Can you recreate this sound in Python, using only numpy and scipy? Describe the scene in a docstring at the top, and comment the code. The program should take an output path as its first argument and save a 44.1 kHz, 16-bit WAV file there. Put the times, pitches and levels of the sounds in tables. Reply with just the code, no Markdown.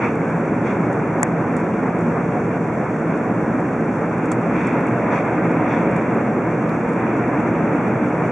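"""Inside a fast train at steady speed. From the start, floor and shell drone in their cabin modes, wheels roar
and sing on the rail, air hisses and fittings tick. Two masts swish past in the first second; at 1.2 s one sharp
tick rings the trim. A faint mast follows at 3.1 s, a knock at 4.3 s, then three more masts. Near 5.9 s the
wheel noise swells most, as trackside surfaces reflect it. Throughout, the recorder cuts the bass and notches
the treble; its signal path adds two dry snaps, and faint clicks come now and then."""
import sys
import numpy as np
from scipy import signal
from scipy.fft import rfft, irfft, next_fast_len
from scipy.io import wavfile
from scipy.ndimage import map_coordinates

SR = 44100
rng = np.random.default_rng(int(sys.argv[2]) if len(sys.argv) > 2 else 0)


def log_audio(samples):
    """Write samples as a 16-bit WAV file to the path given in sys.argv[1]."""
    # one column per channel
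    frames = np.atleast_2d(samples).T
    # limit to full scale, then quantise
    limited = np.clip(frames, -1, 1)
    pcm = np.round(limited * 32767).astype(np.int16)
    wavfile.write(sys.argv[1], SR, pcm)


N = 366471

# Noise spectra, as relative spectral density: frequency_hz, density_db
DRONE_SPECTRUM = [(30, -11), (60, -3.5), (100, -6.5), (140, -2.5), (220, -2.5), (350, -4), (550, -11.5),
                  (900, -22.5), (1500, -19.5)]
ROAR_SPECTRUM = [(250, -8.5), (500, 6), (800, 2.5), (1200, -2), (1700, -4.5), (2400, -13.5), (3400, -36),
                 (4500, -55.5), (6500, -46)]
SINGING_SPECTRUM = [(1200, 11), (1700, 2.5), (2300, 8), (2800, 1.5), (3500, -15.5), (4500, -38.5),
                    (6500, -39.5)]
SWISH_SPECTRUM = [(900, 12.5), (1800, 4), (2400, 11), (3400, -14), (4500, -24)]
RUSH_SPECTRUM = [(3000, -2), (4500, 1.5), (6000, 1.5), (7800, -10.5), (10000, -18)]
EDGE_SPECTRUM = [(2000, -7), (2600, -11), (3400, 3.5), (3800, -4.5), (4300, -27)]
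HISS_SPECTRUM = [(2500, 7.5), (4400, -0.5), (6000, 2.5), (7800, -2), (8300, -5.5), (10000, -10),
                 (11200, -18.5), (12500, -31.5), (14500, -28), (15600, -18.5)]
# Resonances of cabin, rail and wheel: centre_hz, width_hz, lift_db
CABIN_MODES = [(114, 21.6, 7), (127.1, 12, 4.5), (168.3, 18.7, 9), (213.7, 22.4, 4), (248, 34, 4),
               (309.7, 33, 5.5), (457, 60, 4), (560, 42, 3.5)]
RAIL_MODES = [(721, 35, 4), (976, 130, 2.5)]
WHEEL_MODES = [(2190, 61, 6), (2388, 55, 4), (3640, 330, 4)]
# The drone's hum and boom waver irregularly by a few decibels: time_s, hum_db, boom_db
DRONE_WAVER = [(0, 0, -0.5), (.6, 0.5, 1), (.9, 1.5, 3), (1.15, -0.5, -1), (1.5, 0, 1), (2, 2.5, 0.5),
               (2.5, 1.5, -1.5), (3, 1.5, -0.5), (3.5, -0.5, 2), (3.72, 1, 0.5), (4, 3, -2), (4.6, -0.5, 2),
               (5.1, -2, -1.5), (5.6, 0, 1), (6.1, -3.5, 2.5), (6.6, 0.5, 0), (7.1, -3, 1), (7.6, -0.5, 2),
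               (8.31, 3.5, -2)]
# Trackside reflection, given as the level of the singing: time_s, level_db
TRACKSIDE_REFLECTION = [(0, -41.5), (1.5, -42.5), (3.9, -43.5), (4.3, -41), (4.6, -40), (5.9, -35.5),
                        (6.3, -40), (6.75, -40.5), (7.1, -38), (8.31, -39)]
# Masts passing the window: peak_s, swish_db, rush_db, length_s, edge_db
MAST_PASSES = [(0.037, -27.5, -55, 0.054, -56), (0.68, -35, -56, 0.059, -51), (3.115, -43, -65, 0.071, -62),
               (4.61, -32.5, -57, 0.15, -54), (5.145, -30.5, -51.5, 0.061, -49),
               (5.72, -39, -54.5, 0.07, -48.5)]
# Contacts in the fittings: start_s, relative_level_db, contact_s, left_over_right_db
CONTACTS = [(0.153, -42, .006, -1), (0.299, -43, .006, 1), (0.810, -43, .006, 0), (0.927, -39, 0.0065, 1),
            (1.2309, -10, .00002, 4), (1.565, -32.5, 0.007, 0), (1.6, -44, .006, 2), (1.987, -42, .005, -4),
            (2.008, -44, .005, 0), (3.603, -42.5, 0.0055, 0), (4.179, -44, .006, 0), (4.254, -40, 0.011, 2),
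            (4.3153, -22, 0.0074, -1), (4.668, -34.5, .007, 1), (4.867, -41, .0065, 0),
            (4.885, -42, .005, 0), (5.513, -45, .005, 0), (5.911, -43, .005, 0), (5.962, -36.5, .005, 0),
            (6.145, -44, .005, 0), (6.888, -44, .006, 0), (6.931, -42, .006, 0)]
# Modes of the struck trim: pitch_hz, relative_level_db, t60_s
TRIM_MODES = [(960, -8, 0.0076), (1490, -15, 0.014), (2100, -11, 0.003), (3370, -17.5, 0.0038),
              (4500, -15.5, 0.0018), (5640, -20.5, 0.0033), (6840, -13, 0.0041), (7250, -3.5, 0.0026),
              (8100, 1.5, 0.0016), (9040, -10.5, 0.0051), (10300, -3, 0.0033), (15500, 12.5, .002)]
# Likeness of the noise at the two capsules: frequency_hz, correlation
STEREO_CORRELATION = [(30, 0.94), (70, 0.992), (180, 0.998), (320, 0.99), (600, 0.96), (1130, 0.91),
                      (1700, 0.86), (2600, 0.66), (4000, 0.72), (8000, 0.2), (15000, 0.22)]
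# Balance of the noise between the capsules: frequency_hz, left_over_right_db
STEREO_BALANCE = [(60, 0.3), (500, -0.9), (1700, 0), (2600, 0), (4500, -2), (7000, -1), (9000, -0.5),
                  (15000, -1)]
# Stop bands of the recorder: centre_hz, width_hz, depth_db
TREBLE_NOTCHES = [(3000, 800, 32), (4010, 1200, 26), (5000, 1200, 30), (11900, 2600, 40), (13600, 2500, 30)]
# Rectangular pulses: dry snaps from the signal path at 4.8 and 6.7 s, the rest faint clicks: start_s, level_db,
# length_ms
SNAPS_AND_CLICKS = [(.738, -44, .05), (1.407, -45, .12), (1.9325, -46, .06), (2.163, -46, .06),
                    (2.3275, -46, .06), (4.808, -33, .045), (6.511, -45, .06), (6.6937, -30, .15)]

TIME_S = np.arange(N) / SR
OPPOSED = np.array([[1], [-1]])   # left and right with opposite signs
OPEN_TRACK_DB = -43   # the singing with nothing beside the line


def cabin_drone(swell_db):
    """Resonance: floor and shell drone in the cabin modes; the hum and boom waver irregularly."""
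    level_db = -23 + 0.18 * swell_db + 0.11 * drift(rate_hz=7.9)
    drone = from_db(level_db) * noise(DRONE_SPECTRUM, CABIN_MODES)
    hum_hz, boom_hz = (150, 190), (200, 340)
    times_s, hum_db, boom_db = np.transpose(DRONE_WAVER)
    for band_hz, waver_db in ((hum_hz, hum_db), (boom_hz, boom_db)):
        band = butterworth(drone, 1, band_hz, "band")
        drone = drone + (from_db(np.interp(TIME_S, times_s, waver_db)) - 1) * band
    return drone


def rolling_roar(swell_db):
    """Forced vibration: rolling wheels drive the rail, whose resonances colour a broad roar."""
    level_db = -30 + 0.41 * swell_db + 0.86 * drift(rate_hz=5.8)
    return from_db(level_db) * noise(ROAR_SPECTRUM, RAIL_MODES)


def wheel_singing(swell_db):
    """Resonance and reflection: wheel on rail sings in high modes, and the trackside throws it back."""
    level_db = OPEN_TRACK_DB + swell_db + 1.1 * drift(rate_hz=25)
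    return from_db(level_db) * noise(SINGING_SPECTRUM, WHEEL_MODES)


def passing_masts():
    """Reflection and displacement: each mast returns the wheel noise and squeezes air along the glass."""
    envelopes = np.zeros((3, N))
    for peak_s, swish_db, rush_db, length_s, edge_db in MAST_PASSES:
        width_s = length_s * np.where(TIME_S < peak_s, 0.63, 1.18)   # comes faster than it goes
        bell = np.exp(-((TIME_S - peak_s) / width_s) ** 2)
        envelopes += from_db([[swish_db], [rush_db], [edge_db]]) * bell
    swish, air_rush, bright_edge = envelopes
    return (swish * noise(SWISH_SPECTRUM) + air_rush * noise(RUSH_SPECTRUM)
            + bright_edge * noise(EDGE_SPECTRUM))


def ticking_fittings():
    """Impact excitation: contacts ring the trim off to one side, so the right capsule hears it later."""
    out = np.zeros((2, N))
    softness_hz, right_lag_s = 10100, .000015
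    for start_s, level_db, contact_s, pan_db in CONTACTS:
        drawn_out = contact_s > 1 / softness_hz
        force = contact_force(contact_s, softness_hz, drawn_out)
        tick = struck_trim(force, drawn_out) * from_db(level_db + pan_db / 2 * OPPOSED)
        if not drawn_out:
            tick += from_db(level_db + 6) * recorder_rocking(force) * OPPOSED
        start = round(start_s * SR)
        out[:, start:start + len(force)] += tick
    right = map_coordinates(out[1], [np.arange(N) - right_lag_s * SR], order=3)
    return np.array([out[0], right])


def contact_force(contact_s, softness_hz, drawn_out):
    """Compliance: a run of rough touches loses its highs; the cabin adds a faint reverberant tail."""
    t = np.arange(SR // 10) / SR
    touches, echo = rng.standard_normal((2, len(t)))
    force = np.sign(touches) * np.exp(-2 * (t / contact_s) ** 2)
    if drawn_out:
        force *= t / contact_s + 0.3   # builds before it fades
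    tail_db, tail_t60_s = (-28, 0.08) if drawn_out else (-40, .026)
    tail = echo * from_db(tail_db - 60 * t / tail_t60_s)
    force = butterworth(force / np.sqrt(force @ force) + tail, 4, softness_hz)
    return butterworth(force, 2, 9000) if drawn_out else force   # a long contact is softer still


def struck_trim(force, drawn_out):
    """Modal superposition: low modes knock in alternating polarity, high modes tick in phase."""
    knock = tick = 0
    for k, (pitch_hz, level_db, t60_s) in enumerate(TRIM_MODES):
        mode = from_db(level_db) * ring(force, pitch_hz, t60_s)
        if pitch_hz < 6000:
            knock += mode * (-1) ** k
        else:
            tick += mode
    knock_db = 14.5 if drawn_out else 4.5
    return from_db(knock_db) * knock + butterworth(tick, 4, 6900, "high")


def recorder_rocking(force):
    """Sympathetic vibration: a sharp tick rocks the recorder's body, which builds up and dies away."""
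    pitch_hz, t60_s, build_s, delay_s = 1950, .007, .001, .0005
    body = ring(force, pitch_hz, t60_s)
    gain = 2 * (1 - np.exp(-1 / (build_s * SR)))   # offsets the second resonator's gain
    rocking = gain * ring(body, pitch_hz, build_s * np.log(1000))
    return np.roll(rocking, round(delay_s * SR))


def air_hiss():
    """Flow noise: air makes a faint, wavering hiss."""
    return from_db(-56.5 + 0.86 * drift(rate_hz=25)) * noise(HISS_SPECTRUM)


def noise(spectrum, modes=()):
    """Partial coherence: coloured noise with resonant peaks, as two close capsules hear it; rms 1."""
    size = next_fast_len(N)
    hz = np.arange(size // 2 + 1) * SR / size
    density_db = at_hz([(spectrum[0][0] / 2, -70), *spectrum, (spectrum[-1][0] * 1.4, -70)], hz)
    for centre_hz, width_hz, lift_db in modes:
        density_db += lift_db / (1 + (2 * (hz - centre_hz) / width_hz) ** 2)
    mid, side = rfft(rng.standard_normal((2, size)))
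    correlation = at_hz(STEREO_CORRELATION, hz)
    pair = np.sqrt(1 + correlation) * mid + np.sqrt(1 - correlation) * side * OPPOSED
    balance_db = at_hz(STEREO_BALANCE, hz) / 2 * OPPOSED
    return rms_one(irfft(pair * from_db(density_db + balance_db), size)[:, :N])


def drift(rate_hz):
    """Random modulation: noise smoothed above rate_hz, with rms near 1."""
    hop, settling = 40, 2000
    pole = np.exp(-2 * np.pi * rate_hz * hop / SR)
    white = rng.standard_normal(N // hop + settling + 2)
    slow = signal.lfilter([1], [1, -2 * pole, pole ** 2], white)[settling:]
    return np.interp(np.arange(N) / hop, np.arange(len(slow)), rms_one(slow))


def ring(force, pitch_hz, t60_s):
    """Damped oscillator: a unit impulse starts a decaying sine of height 1."""
    pole, angle = from_db(-60 / (t60_s * SR)), 2 * np.pi * pitch_hz / SR
    return signal.lfilter([0, np.sin(angle)], [1, -2 * pole * np.cos(angle), pole ** 2], force + 1e-18)


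def notch(x, centre_hz, width_hz, depth_db):
    """Antiresonance: zeros near the unit circle over wider poles cancel one band."""
    turn = 2 * np.cos(2 * np.pi * centre_hz / SR)
    pole, zero = np.exp(-np.pi * width_hz / SR * np.array([1, from_db(-depth_db)]))
    return signal.lfilter([1, -zero * turn, zero ** 2], [1, -pole * turn, pole ** 2], x)


def butterworth(x, order, corner_hz, kind="low"):
    """Filtering with a maximally flat passband."""
    return signal.sosfilt(signal.butter(order, corner_hz, kind, fs=SR, output="sos"), x)


def at_hz(points, hz):
    """Interpolation on a logarithmic frequency axis."""
    points_hz, values = np.transpose(points)
    return np.interp(np.log(hz + 1), np.log(points_hz), values)


def from_db(db):
    """Decibels to amplitude ratio."""
    return 10 ** (np.asarray(db) / 20)


def rms_one(x):
    """Normalisation to rms 1."""
    return x / np.sqrt(np.mean(x ** 2) + 1e-20)


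def scene():
    """Superposition: all sources add at the seat; trackside reflection swells drone, roar and singing."""
    swell_db = np.interp(TIME_S, *np.transpose(TRACKSIDE_REFLECTION)) - OPEN_TRACK_DB
    running = cabin_drone(swell_db) + rolling_roar(swell_db) + wheel_singing(swell_db) + air_hiss()
    return running + passing_masts() + ticking_fittings()


def record(dry):
    """Band limiting: the recorder cuts the bass, notches the treble, adds snaps and cuts the top."""
    bass_cut_hz, top_cut_hz = 147, 15850
    out = butterworth(dry, 2, bass_cut_hz, "high")
    for centre_hz, width_hz, depth_db in TREBLE_NOTCHES:
        out = notch(out, centre_hz, width_hz, depth_db)
    for start_s, level_db, length_ms in SNAPS_AND_CLICKS:
        since_s = TIME_S - start_s
        out = out + from_db(level_db) * (since_s >= 0) * (since_s < length_ms / 1000)
    return signal.sosfilt(signal.ellip(12, .5, 70, top_cut_hz, fs=SR, output="sos"), out)


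dry = scene()
out = record(dry)
log_audio(out)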